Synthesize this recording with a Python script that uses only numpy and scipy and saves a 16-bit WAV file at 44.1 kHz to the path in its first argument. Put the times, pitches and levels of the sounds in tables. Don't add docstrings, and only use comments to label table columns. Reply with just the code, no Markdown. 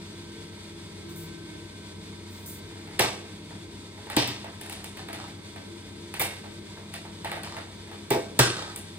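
import sys
import numpy as np
from scipy import signal
from scipy.fft import rfft, irfft, next_fast_len
from scipy.io import wavfile

SR = 44100
rng = np.random.default_rng(int(sys.argv[2]) if len(sys.argv) > 2 else 0)


def put_to_file(sound):
    columns = np.atleast_2d(sound).T
    safe = np.clip(columns, -1, 1)
    whole_steps = np.round(safe * 32767)
    wavfile.write(sys.argv[1], SR, whole_steps.astype(np.int16))


N = 396018
TIME = np.arange(N) / SR
TAIL = np.arange(SR * 3 // 4) / SR

# [f/Hz, relative level/dB per Hz]
AIR_COLOUR = [(25, -24), (42, -22), (54, -2), (125, -3), (260, -3.5), (400, -4.5), (520, -15), (760, -22),
              (1300, -18), (3000, -18), (6100, -22), (8800, -31.5), (11000, -24), (15500, -36.5)]
AIR_DB = -45
# [f/Hz, width/Hz, lift/dB]
CASING_RESONANCES = [(197, 13.3, 8.5), (448.4, 10, 11), (646, 123, 8.5), (959, 56, 13.5), (1578, 14, 13),
                     (1790, 21, 5), (2130, 32, 13), (2280, 11, 14), (2413, 54, 9), (3400, 30, 13.5),
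                     (3634, 370, 8), (3733, 21, 16.5), (4460, 1130, 7.5), (8550, 1150, 10.5)]
# [f/Hz, width/Hz, rms level/dB]
FLUE_DRONES = [(120.5, 2, -65), (163.2, 3, -54.5), (280.6, 1.5, -63), (309, 5, -61), (338.5, 10, -52),
               (2172, 26, -65)]
SWELL_DB, SWELL_PER_S = 1, 1.6
DRONE_START_DB, DRONE_SAG_DB_PER_S = 0.5, 0.28
SURGE_AT_S, SURGE_WIDTH_S, SURGE_DB = 1.24, 0.36, 3
FLUTTER_TOP_HZ = 720
RIPPLE_DB, RIPPLE_HZ, RIPPLE_FULL_HZ = 2, 45, 2500
HISS_FLICKER_DB = 1
# [t/s, level change/dB]
HISS_LEVEL = [(0, 0.2), (1.2, -0.49), (2.8, -0.83), (3.6, -0.92), (8.98, -0.32)]

MOTOR_HZ, PUMP_HZ, MAINS_HZ = 47.1, 103.09, 50
# [multiple of the shaft or mains rate, rms level/dB]
MOTOR_TONES = [(2, -50.5), (6, -83)]
PUMP_TONES = [(1, -57), (2, -52.5), (3, -60), (4, -61), (6, -76), (8, -69), (9, -67), (10, -67), (11, -71),
              (13, -75), (19, -71), (20, -69), (24, -75)]
MAINS_TONES = [(2, -69), (8, -67), (12, -67), (26, -68)]
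# [t/s, rms level/dB]
WHINE_LEVEL = [(0.0, -67), (0.32, -59), (0.9, -71), (1.15, -60.5), (1.3, -58.5), (1.8, -58), (2.3, -67),
               (2.6, -63), (2.9, -72), (3.25, -64), (4.0, -72), (4.7, -63), (5.4, -70), (5.7, -62),
               (6.1, -70), (6.4, -63), (7.2, -68), (7.7, -65), (8.98, -70)]

# [t/s, length/s, rms level/dB]
BRUSHES = [(1.09, 0.1, -52), (1.157, 0.15, -44), (2.293, 0.41, -54), (2.457, .16, -39)]
# [f/Hz, relative level/dB per Hz]
CLOTH_COLOUR = [(3000, -29), (6500, -13), (9500, -8.5), (14000, -4.5), (16000, -9.5)]
# [t/s, length/s, rms level/dB, brightness/dB per octave]
SCRAPES = [(4.112, 0.07, -41, 0), (4.246, 0.087, -44, 4.5), (4.632, 0.28, -50, 1), (4.962, 0.073, -44, 1),
           (5.136, 0.13, -43, 0), (7.254, .13, -49, -2), (7.434, 0.17, -43, 1), (7.551, 0.12, -50, -5),
           (8.529, 0.18, -38, 2)]
# [f/Hz, relative level/dB per Hz]
SCUFF_COLOUR = [(350, -12), (750, 3.5), (1250, 0.5), (2000, -6.5), (2800, -16), (3800, -3.5), (4800, -9),
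                (6200, -17), (9000, -22), (14000, -33)]
SLIPS_PER_S, SLIP_SPREAD_DB = 220, 8

# [t/s, reference level/dB, hardness 0-1 from dull knock to bright tick]
CLICKS = [(3.505, -49, 0), (3.975, -49.5, 0), (4.068, -47, 0.1), (4.099, -40, 0.43), (4.4422, -41.5, 0.08),
          (4.6115, -50.5, 0.76), (4.660, -53, 0.57), (4.696, -48.5, 0.75), (4.725, -50.5, 0.78),
          (4.8414, -50.5, 0.8), (4.970, -49.5, 0.5), (5.085, -42, 0.23), (5.129, -44.5, 0.56),
          (5.280, -54, 0.38), (5.560, -46.5, 0.24), (6.139, -42.5, 0.55), (6.215, -35.5, 0.49),
          (6.440, -48.5, 0), (6.7705, -48.5, 0), (6.9376, -44, 0.57), (7.050, -47, 0), (7.245, -36.5, 0.3),
          (7.254, -38, 0.04), (7.315, -35.5, 0.28), (7.362, -39, 0), (7.432, -46, 0.59),
          (7.566, -39.5, 0.16), (8.7595, -52, 1)]
DULL_TAP_DB, HARD_TAP_DB, DULL_TICK_DB, HARD_TICK_DB = -11, 5.5, -20, 13
HARD_TAP_PITCH = 0.78
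# [start t/s, length/s, reference level of a contact/dB, hardness 0-1]
FUMBLES = [(2.702, .24, -53.5, 0.33), (7.859, 0.1, -48.5, 0.25)]
FUMBLE_GAP_S, FUMBLE_SPREAD_DB = .04, 2.5
# [t/s, then level/dB of: thump of the part's weight, clack, rattle of its edge, tick,
# clang of thin sheet, casing ring, toolbox ring, steel tool ring, first bounce;
# then pitch factors of tick, clack and thump; direct sound over the room/dB]
KNOCKS = [(2.9904, -38, -30.5, -33, -49, -45, -53, -55, -54, -62, 1, 1.37, 1.3, 10),
          (2.993, -30, -25, -25.5, -27, -40, -43.5, -31, -29.5, -36, 1.3, 1, 1.1, 0),
          (3.036, -39, -31, -39, -48, -54, -47, -51, -48, -61, 1, 1.24, 1, 2),
          (4.165, -25, -27.5, -24, -30, -47, -40.5, -32, -48, -35.5, 1.3, 0.9, 0.87, 1),
          (4.222, -51, -53, -33, -55, -62, -56, -62, -54, -56, 0.74, 0.5, 1, 7),
          (4.275, -40, -44, -36.5, -41, -55, -50, -50, -44, -46, 1.7, 1.9, 0.86, 4),
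          (6.195, -44, -33, -34, -24.5, -61, -49, -46, -29.5, -42.5, 2.16, 0.97, 0.95, -10.5),
          (8.104, -23.5, -31, -32.5, -34, -54, -40.5, -29.5, -35, -46, 1.38, 1.1, 1.13, 0),
          (8.141, -29, -36.5, -60, -60, -62, -45, -32, -65, -64, 1, 0.91, 1.07, -2),
          (8.3898, -23, -23, -21.5, -22.5, -20, -29, -35, -50, -31, 1.15, 1.04, 1.05, 2.5)]
BOUNCE_GAP_S, BOUNCE_FALL_DB = 0.034, 3.5

# [f/Hz, relative level/dB per Hz]
THUMP_COLOUR = [(100, -18.5), (180, -10.5), (245, -6), (350, -1.5), (500, -12), (680, -23), (1100, -47),
                (3000, -65)]
CLACK_COLOUR = [(200, -44.5), (520, -1), (700, 2.5), (850, -2.5), (1050, -3), (1350, -5), (2000, -5.5),
                (6000, -32)]
RATTLE_COLOUR = [(600, -4.5), (1200, -1.5), (1580, -12.5), (1850, 5.5), (2200, 2), (2850, 7), (3600, 7.5),
                 (4700, 3.5), (5800, 0), (7800, -40), (14000, -51)]
TICK_COLOUR = [(2500, -22), (5500, -2), (8500, 0), (10500, -1), (14000, -10), (16000, -20), (19000, -32)]
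TAP_COLOUR = [(500, -26), (1200, -2), (2100, 0), (2850, -7), (3650, -5), (4800, -14), (7000, -28),
              (14000, -48)]
# [f/Hz, relative level/dB per Hz]
LIGHT_TICK_COLOUR = [(2500, -14), (5500, -32), (7500, -3), (8900, 2.5), (10500, 4.5), (14000, -1.5),
                     (16000, -6), (19000, -24)]
# [f/Hz, relative level/dB per Hz]
CLANG_COLOUR = [(900, -24.5), (1200, -16.5), (1400, -6), (1560, -3), (1750, -14), (2400, -24.5)]

# [f/Hz, relative level/dB, time to fall 60 dB t60/s]
CASING_MODES = [(252, -7, .25), (302, -2, .25), (341, 3, .35), (395, 0, .3), (560, -4, .4), (635, 1, .33),
                (668, -1, .45), (1159, -8, .55), (1266, -1, .55), (1378, -2, .28), (1540, -3, .35),
                (1562, -2, .5), (1846, -12, .55), (2099, -12, .4), (2229, -6, .2), (2358, -15, .6),
                (2794, -10, .5)]
PANEL_MODES = [(121, 1, 0.4), (128, -2, 0.12), (137, 4, 0.13)]
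STEEL_MODES = [(1949, -5, .23), (2056, -3, .25), (2175, -5, .55), (2266, -4, .42), (2340, -3, .25),
               (3542, -4, .3), (8500, -10, .12), (9300, -9, .12), (9884, -4, .2), (12460, -7, .5),
               (13170, -13, .35), (13780, -2, .2), (14600, -10, .19)]
TOOLBOX_MODES = [(668, 1, 0.39), (793, -1, 0.2), (818, 2, .2), (842, 2, 0.19), (887, 4, 0.18),
                 (956, 0, 0.22)]
LOOSE_MODES = [(1787, -2, .35), (1923, 2, .28), (2374, -1, .3), (2681, -1, .3), (2794, 0, .3),
               (3052, 1, .25), (3240, 1, .16), (3560, 1, .4), (3720, 0, .5), (4130, -5, .3), (4328, -3, .3),
               (4753, -3, .25)]
PANEL_DB, LOOSE_DB = 7, -10.5
MODE_SPREAD_DB = 2

# [f/Hz, t60/s]
ROOM_DECAY = [(100, 0.15), (400, 0.31), (1000, 0.33), (3500, 0.23), (8000, 0.42), (15000, 0.15)]
# [f/Hz, width/Hz, lift/dB]
STANDING_WAVES = [(108, 9.3, 1), (220, 28, -1.5), (301, 11, 1.5), (382, 7.6, -3.5), (389.5, 12, 1.5),
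                  (487, 12, -1), (508, 25, 7.5), (533, 26, -8), (577, 21, 5), (611, 23, -3), (624, 31, 1),
                  (910, 33, 1.5), (1040, 75, -4.5), (1420, 39, -6.5)]
# [f/Hz, likeness 0-1]
LIKENESS = [(60, .98), (150, .98), (270, .95), (500, .58), (1500, .5), (3500, .35), (5500, .6), (7500, .9),
            (15000, .88)]
# [f/Hz, phase/radians]
PORT_PHASE = [(0, 0), (340, -.12), (600, -.8), (1380, -1.15), (2800, -1.8), (5800, -2.5), (7700, -.8),
              (9000, .7), (11400, 3.1), (12300, 3.2), (13900, 5.2), (16000, 6.4)]
# [f/Hz, level/dB]
BOILER_LEAN = [(60, 2.6), (200, 1), (1000, .4), (8000, 0)]
HANDLING_LEAN = [(120, 1.5), (280, 0.5), (600, -0.5), (1400, -1.5), (3000, 0.1), (12000, 0.5)]
HANDLING_LOW_HZ = 50
# [f/Hz, level/dB]
MICROPHONE_COLOUR = [(10700, 0), (11200, -4), (11600, -26), (12150, -26), (12650, -2), (13200, 0),
                     (15000, -2), (16000, -13)]
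EDGE_HZ = 16200


def amp(db):
    return 10 ** (np.asarray(db) / 20)


def evened(x):
    return x / np.sqrt(np.mean(x ** 2) + 1e-20)


def read(points, hz):
    f, value = np.transpose(points)
    return np.interp(np.log(hz + 1), np.log(f + 1), value)


def bell(hz, centre, width):
    return 1 / (1 + (2 * (hz - centre) / width) ** 2)


def add(mix, s, sound):
    part = mix[:, max(round(s * SR), 0):][:, :sound.shape[1]]
    part += sound[:, :part.shape[1]]


def coloured(x, spectrum, size=2048):
    log_gain = np.log(amp(read(spectrum, abs(np.fft.fftfreq(size, 1 / SR)))))
    taps = np.fft.ifft(np.exp(np.conj(signal.hilbert(log_gain)))).real
    return signal.oaconvolve(x, taps[None], axes=1)[:, :x.shape[1]]


def drift(rate, count=16):
    t = TIME[::256]
    slow = np.zeros(len(t))
    for f in np.geomspace(rate / 10, rate, count):
        slow += np.sin(2 * np.pi * (f * t + rng.random())) / np.sqrt(f)
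    return np.interp(TIME, t, evened(slow))


def flame(flutter_db=0.6):
    size = next_fast_len(N, True)
    hz = np.fft.rfftfreq(size, 1 / SR)

    noise = rfft(rng.standard_normal((2, size)))
    lift = 1
    for f, width, db in CASING_RESONANCES:
        lift = lift + (amp(db) ** 2 - 1) * bell(hz, f, width) ** 1.13
    steps = np.arange(0, SR / 2, RIPPLE_HZ)
    ripple_db = RIPPLE_DB * np.interp(hz, steps, rng.standard_normal(len(steps)))
    ripple_db *= np.minimum(hz / RIPPLE_FULL_HZ, 1)
    gain = amp(read(AIR_COLOUR, hz) + ripple_db) * np.sqrt(abs(lift))
    roar = evened(irfft(noise * gain, size)[:, :N])

    low_pass = signal.butter(2, FLUTTER_TOP_HZ, fs=SR, output="sos")
    rumble = signal.sosfiltfilt(low_pass, roar)
    hiss_db = np.interp(TIME, *np.transpose(HISS_LEVEL)) + HISS_FLICKER_DB * drift(35)
    hiss = (roar - rumble) * amp(hiss_db)
    rumble = rumble * amp(flutter_db * drift(11.0))

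    peaks = sum(amp(db) * evened(bell(hz, f, width)) for f, width, db in FLUE_DRONES)
    drone = irfft(rfft(rng.standard_normal((2, size))) * peaks, size)[:, :N]
    drone_db = DRONE_START_DB - DRONE_SAG_DB_PER_S * TIME + SWELL_DB * drift(SWELL_PER_S)
    drone_db += SURGE_DB * np.exp(-((TIME - SURGE_AT_S) / SURGE_WIDTH_S) ** 2)
    return amp(AIR_DB) * (hiss + rumble) + drone * amp(drone_db)


def hum(hz, orders, wander):
    turns = np.cumsum(hz * (1 + wander * drift(1.9))) / SR
    out = np.zeros(N)
    for order, db in orders:
        depth_db = 2.2 * min(np.sqrt(order * hz / 1500), 1)
        level = amp(db + depth_db * drift(2.2))
        out += level * np.sin(2 * np.pi * (round(order) * turns + rng.random()))
    return np.sqrt(2) * out


def whine(order=15, waver_db=1, wobble=0.47):
    level_db = np.interp(TIME, *np.transpose(WHINE_LEVEL)) + waver_db * drift(7.3)
    phase = 2 * np.pi * order * PUMP_HZ * TIME + wobble * drift(12)
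    return np.sqrt(2) * amp(level_db) * np.cos(phase)


def room(late_db=-17, late_t60=1.0, build_s=0.0096):
    taps = rng.standard_normal((2, len(TAIL)))
    taps *= rng.random((2, len(TAIL))) < 5000 / SR
    hz, t, z = signal.stft(taps, SR, nperseg=256)
    hz = hz[:, None]
    decay = amp(-60 * t / read(ROOM_DECAY, hz))
    decay = decay + amp(late_db - 60 * t / late_t60) / (1 + (hz / 5000) ** 2)
    tail = signal.istft(z * decay, SR, nperseg=256)[1][:, :len(TAIL)]
    tail = tail * (1 - np.exp(-TAIL / build_s))
    return tail / np.linalg.norm(tail[0])


def levelled(x, db):
    return amp(db) * x / np.sqrt(np.sum(x[0] ** 2) / (SR / 20))


def contact(space, spectrum, db, direct_db, chatter_s):
    u = TAIL[:SR // 20] / chatter_s
    burst = rng.standard_normal(len(u)) * u * np.exp(-u)
    heard = space.copy()
    heard[0, :len(u)] += amp(direct_db) * burst / np.linalg.norm(burst)
    return levelled(coloured(heard, spectrum), db)


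def ring(modes, db, rise_s):
    out = np.zeros((2, len(TAIL)))
    for hz, level, t60 in modes:
        t = TAIL[TAIL < t60]
        fade = amp(level + MODE_SPREAD_DB * rng.uniform(-1, 1) - 60 * t / t60)
        out[:, :len(t)] += fade * np.sin(2 * np.pi * (hz * t + rng.random((2, 1))))
    return levelled(out * (1 - np.exp(-TAIL / rise_s)), db)


def sleeve(grain=0.48):
    out = np.zeros((2, N))
    for s, length, db in BRUSHES:
        u = np.linspace(0, 1, round(length * SR))
        fibres = rng.standard_normal((2, len(u))) * np.exp(grain * rng.standard_normal(len(u)))
        swell = np.sin(np.pi * u ** 0.37)
        add(out, s, amp(db) * evened(coloured(fibres, CLOTH_COLOUR)) * swell)
    return out


def scrapes(direct_db=2, ring_db=-9):
    out = np.zeros((2, N))
    for s, length, db, tilt_db in SCRAPES:
        u = np.linspace(0, 1, round(length * SR))
        slips = (rng.random(len(u)) < SLIPS_PER_S / SR) * rng.standard_normal(len(u))
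        slips = slips * amp(SLIP_SPREAD_DB * rng.uniform(-1, 1, len(u)))
        stroke = slips * np.sin(np.pi * u ** .7) ** .5
        colour = [(hz, level + tilt_db * np.log2(hz / 2000)) for hz, level in SCUFF_COLOUR]
        body = contact(room(), colour, 0, direct_db=direct_db, chatter_s=0.0011)
        body += ring(LOOSE_MODES, ring_db, rise_s=.001)
        sound = signal.fftconvolve(stroke[None], body, axes=1)
        add(out, s, amp(db) * sound / np.sqrt(np.sum(sound[0] ** 2) / len(u) + 1e-20))
    return out


def click(db, hardness, tool_ring_db=-13, settle_db=-12, clack_db=-3, box_db=-4, loose_db=-7):
    space, hard = room(), np.clip(hardness, 0, 1)
    tap_db = db + HARD_TAP_DB + (DULL_TAP_DB - HARD_TAP_DB) * (1 - hard) ** 2
    tick_db = db + DULL_TICK_DB + (HARD_TICK_DB - DULL_TICK_DB) * hard
    tap = [(hz * (1 + HARD_TAP_PITCH * hard ** 2), level) for hz, level in TAP_COLOUR]

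    out = contact(space, LIGHT_TICK_COLOUR, tick_db, direct_db=2.0, chatter_s=0.0017)
    out += ring(STEEL_MODES, tick_db + tool_ring_db, rise_s=.001)
    out += contact(space, tap, tap_db, direct_db=0, chatter_s=0.002)
    out += ring(LOOSE_MODES, tap_db + loose_db, rise_s=0.0091)
    out += contact(space, CLACK_COLOUR, db + clack_db, direct_db=1, chatter_s=0.0022)
    out += ring(TOOLBOX_MODES, db + box_db, rise_s=0.00053)
    again = contact(space[::-1], tap, tap_db + settle_db, direct_db=-3, chatter_s=0.0015)
    add(out, rng.uniform(.008, .03), again)
    return out


def clicks():
    out = np.zeros((2, N))
    for s, db, hardness in CLICKS:
        add(out, s, click(db, hardness))
    for start, length, db, hardness in FUMBLES:
        for s in np.arange(start, start + length, FUMBLE_GAP_S):
            late_s = FUMBLE_GAP_S * rng.uniform(0, 0.37)
            chance_db = FUMBLE_SPREAD_DB * rng.uniform(-2.1, 1)
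            add(out, s + late_s, click(db + chance_db, hardness * rng.uniform(0.66, 1.13)))
    return out


def bounces(space, db, count=4):
    out = np.zeros((2, SR))
    for k, s in enumerate(np.cumsum(BOUNCE_GAP_S * rng.uniform(0.5, 1.8, count))):
        fall_db = db - BOUNCE_FALL_DB * k
        clink = contact(space[::-1], RATTLE_COLOUR, fall_db, direct_db=1, chatter_s=.0012)
        add(out, s, clink + ring(LOOSE_MODES, fall_db + LOOSE_DB, rise_s=0.0011))
    return out


def shifted(colour, pitch):
    return [(hz * pitch, db) for hz, db in colour]


def knocks(tick_near_db=3, rattle_near_db=-7, thump_near_db=4, clack_near_db=2):
    out = np.zeros((2, N))
    for (s, weight_db, clack_db, edge_db, tick_db, clang_db, casing_db, box_db, tool_db, bounce_db,
         tick_pitch, clack_pitch, thump_pitch, near_db) in KNOCKS:
        space = room()
        tick = contact(space, shifted(TICK_COLOUR, tick_pitch), tick_db,
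                       direct_db=near_db + tick_near_db, chatter_s=.0015)
        add(out, s, tick + ring(STEEL_MODES, tool_db, rise_s=0.0011))

        rattle = contact(space, RATTLE_COLOUR, edge_db,
                         direct_db=near_db + rattle_near_db, chatter_s=0.0023)
        add(out, s, rattle + ring(LOOSE_MODES, edge_db + LOOSE_DB, rise_s=0.0037))

        clack = contact(space, shifted(CLACK_COLOUR, clack_pitch), clack_db,
                        direct_db=near_db + clack_near_db, chatter_s=0.0035)
        add(out, s + 0.001105, clack + ring(TOOLBOX_MODES, box_db, rise_s=0.0038))

        thump = contact(space, shifted(THUMP_COLOUR, thump_pitch), weight_db,
                        direct_db=near_db + thump_near_db, chatter_s=0.0035)
        add(out, s + 0.00169, thump + ring(CASING_MODES, casing_db, rise_s=0.0036))

        clang = contact(space, CLANG_COLOUR, clang_db, direct_db=near_db, chatter_s=0.0039)
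        add(out, s + .003, clang)
        add(out, s + 0.007, ring(PANEL_MODES, casing_db + PANEL_DB, rise_s=0.002))
        add(out, s, bounces(space, bounce_db))
    return out


def standing_waves(x):
    hz = np.fft.rfftfreq(16384, 1 / SR)
    lift_db = sum(db * bell(hz, f, width) for f, width, db in STANDING_WAVES)
    return coloured(x, np.column_stack([hz, lift_db]), size=16384)


def ports(pair, lean):
    size = next_fast_len(N, True)
    hz = np.fft.rfftfreq(size, 1 / SR)
    same = np.clip(read(LIKENESS, hz), 0, 1)
    common, apart = rfft(pair, size) * np.sqrt([(1 + same) / 2, (1 - same) / 2])
    turn = np.exp(.5j * np.interp(hz, *np.transpose(PORT_PHASE))) * amp(read(lean, hz) / 2)
    return irfft(np.array([(common + apart) * turn, (common - apart) / turn]), size)[:, :N]


def scene():
    tones = hum(MOTOR_HZ, MOTOR_TONES, wander=0.00037)
    tones += hum(PUMP_HZ, PUMP_TONES, wander=0.000095)
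    tones += hum(MAINS_HZ, MAINS_TONES, wander=.0001)
    tones += whine()
    boiler = ports(flame() + np.array([tones, np.zeros(N)]), BOILER_LEAN)

    handling = standing_waves(sleeve() + scrapes() + clicks() + knocks())
    high_pass = signal.butter(2, HANDLING_LOW_HZ, "high", fs=SR, output="sos")
    return boiler + ports(signal.sosfilt(high_pass, handling), HANDLING_LEAN)


def record(dry):
    band_limit = signal.firwin(511, EDGE_HZ, window=("kaiser", 9), fs=SR)
    return signal.oaconvolve(coloured(dry, MICROPHONE_COLOUR), band_limit[None], "same")


dry = scene()
out = record(dry)
put_to_file(out)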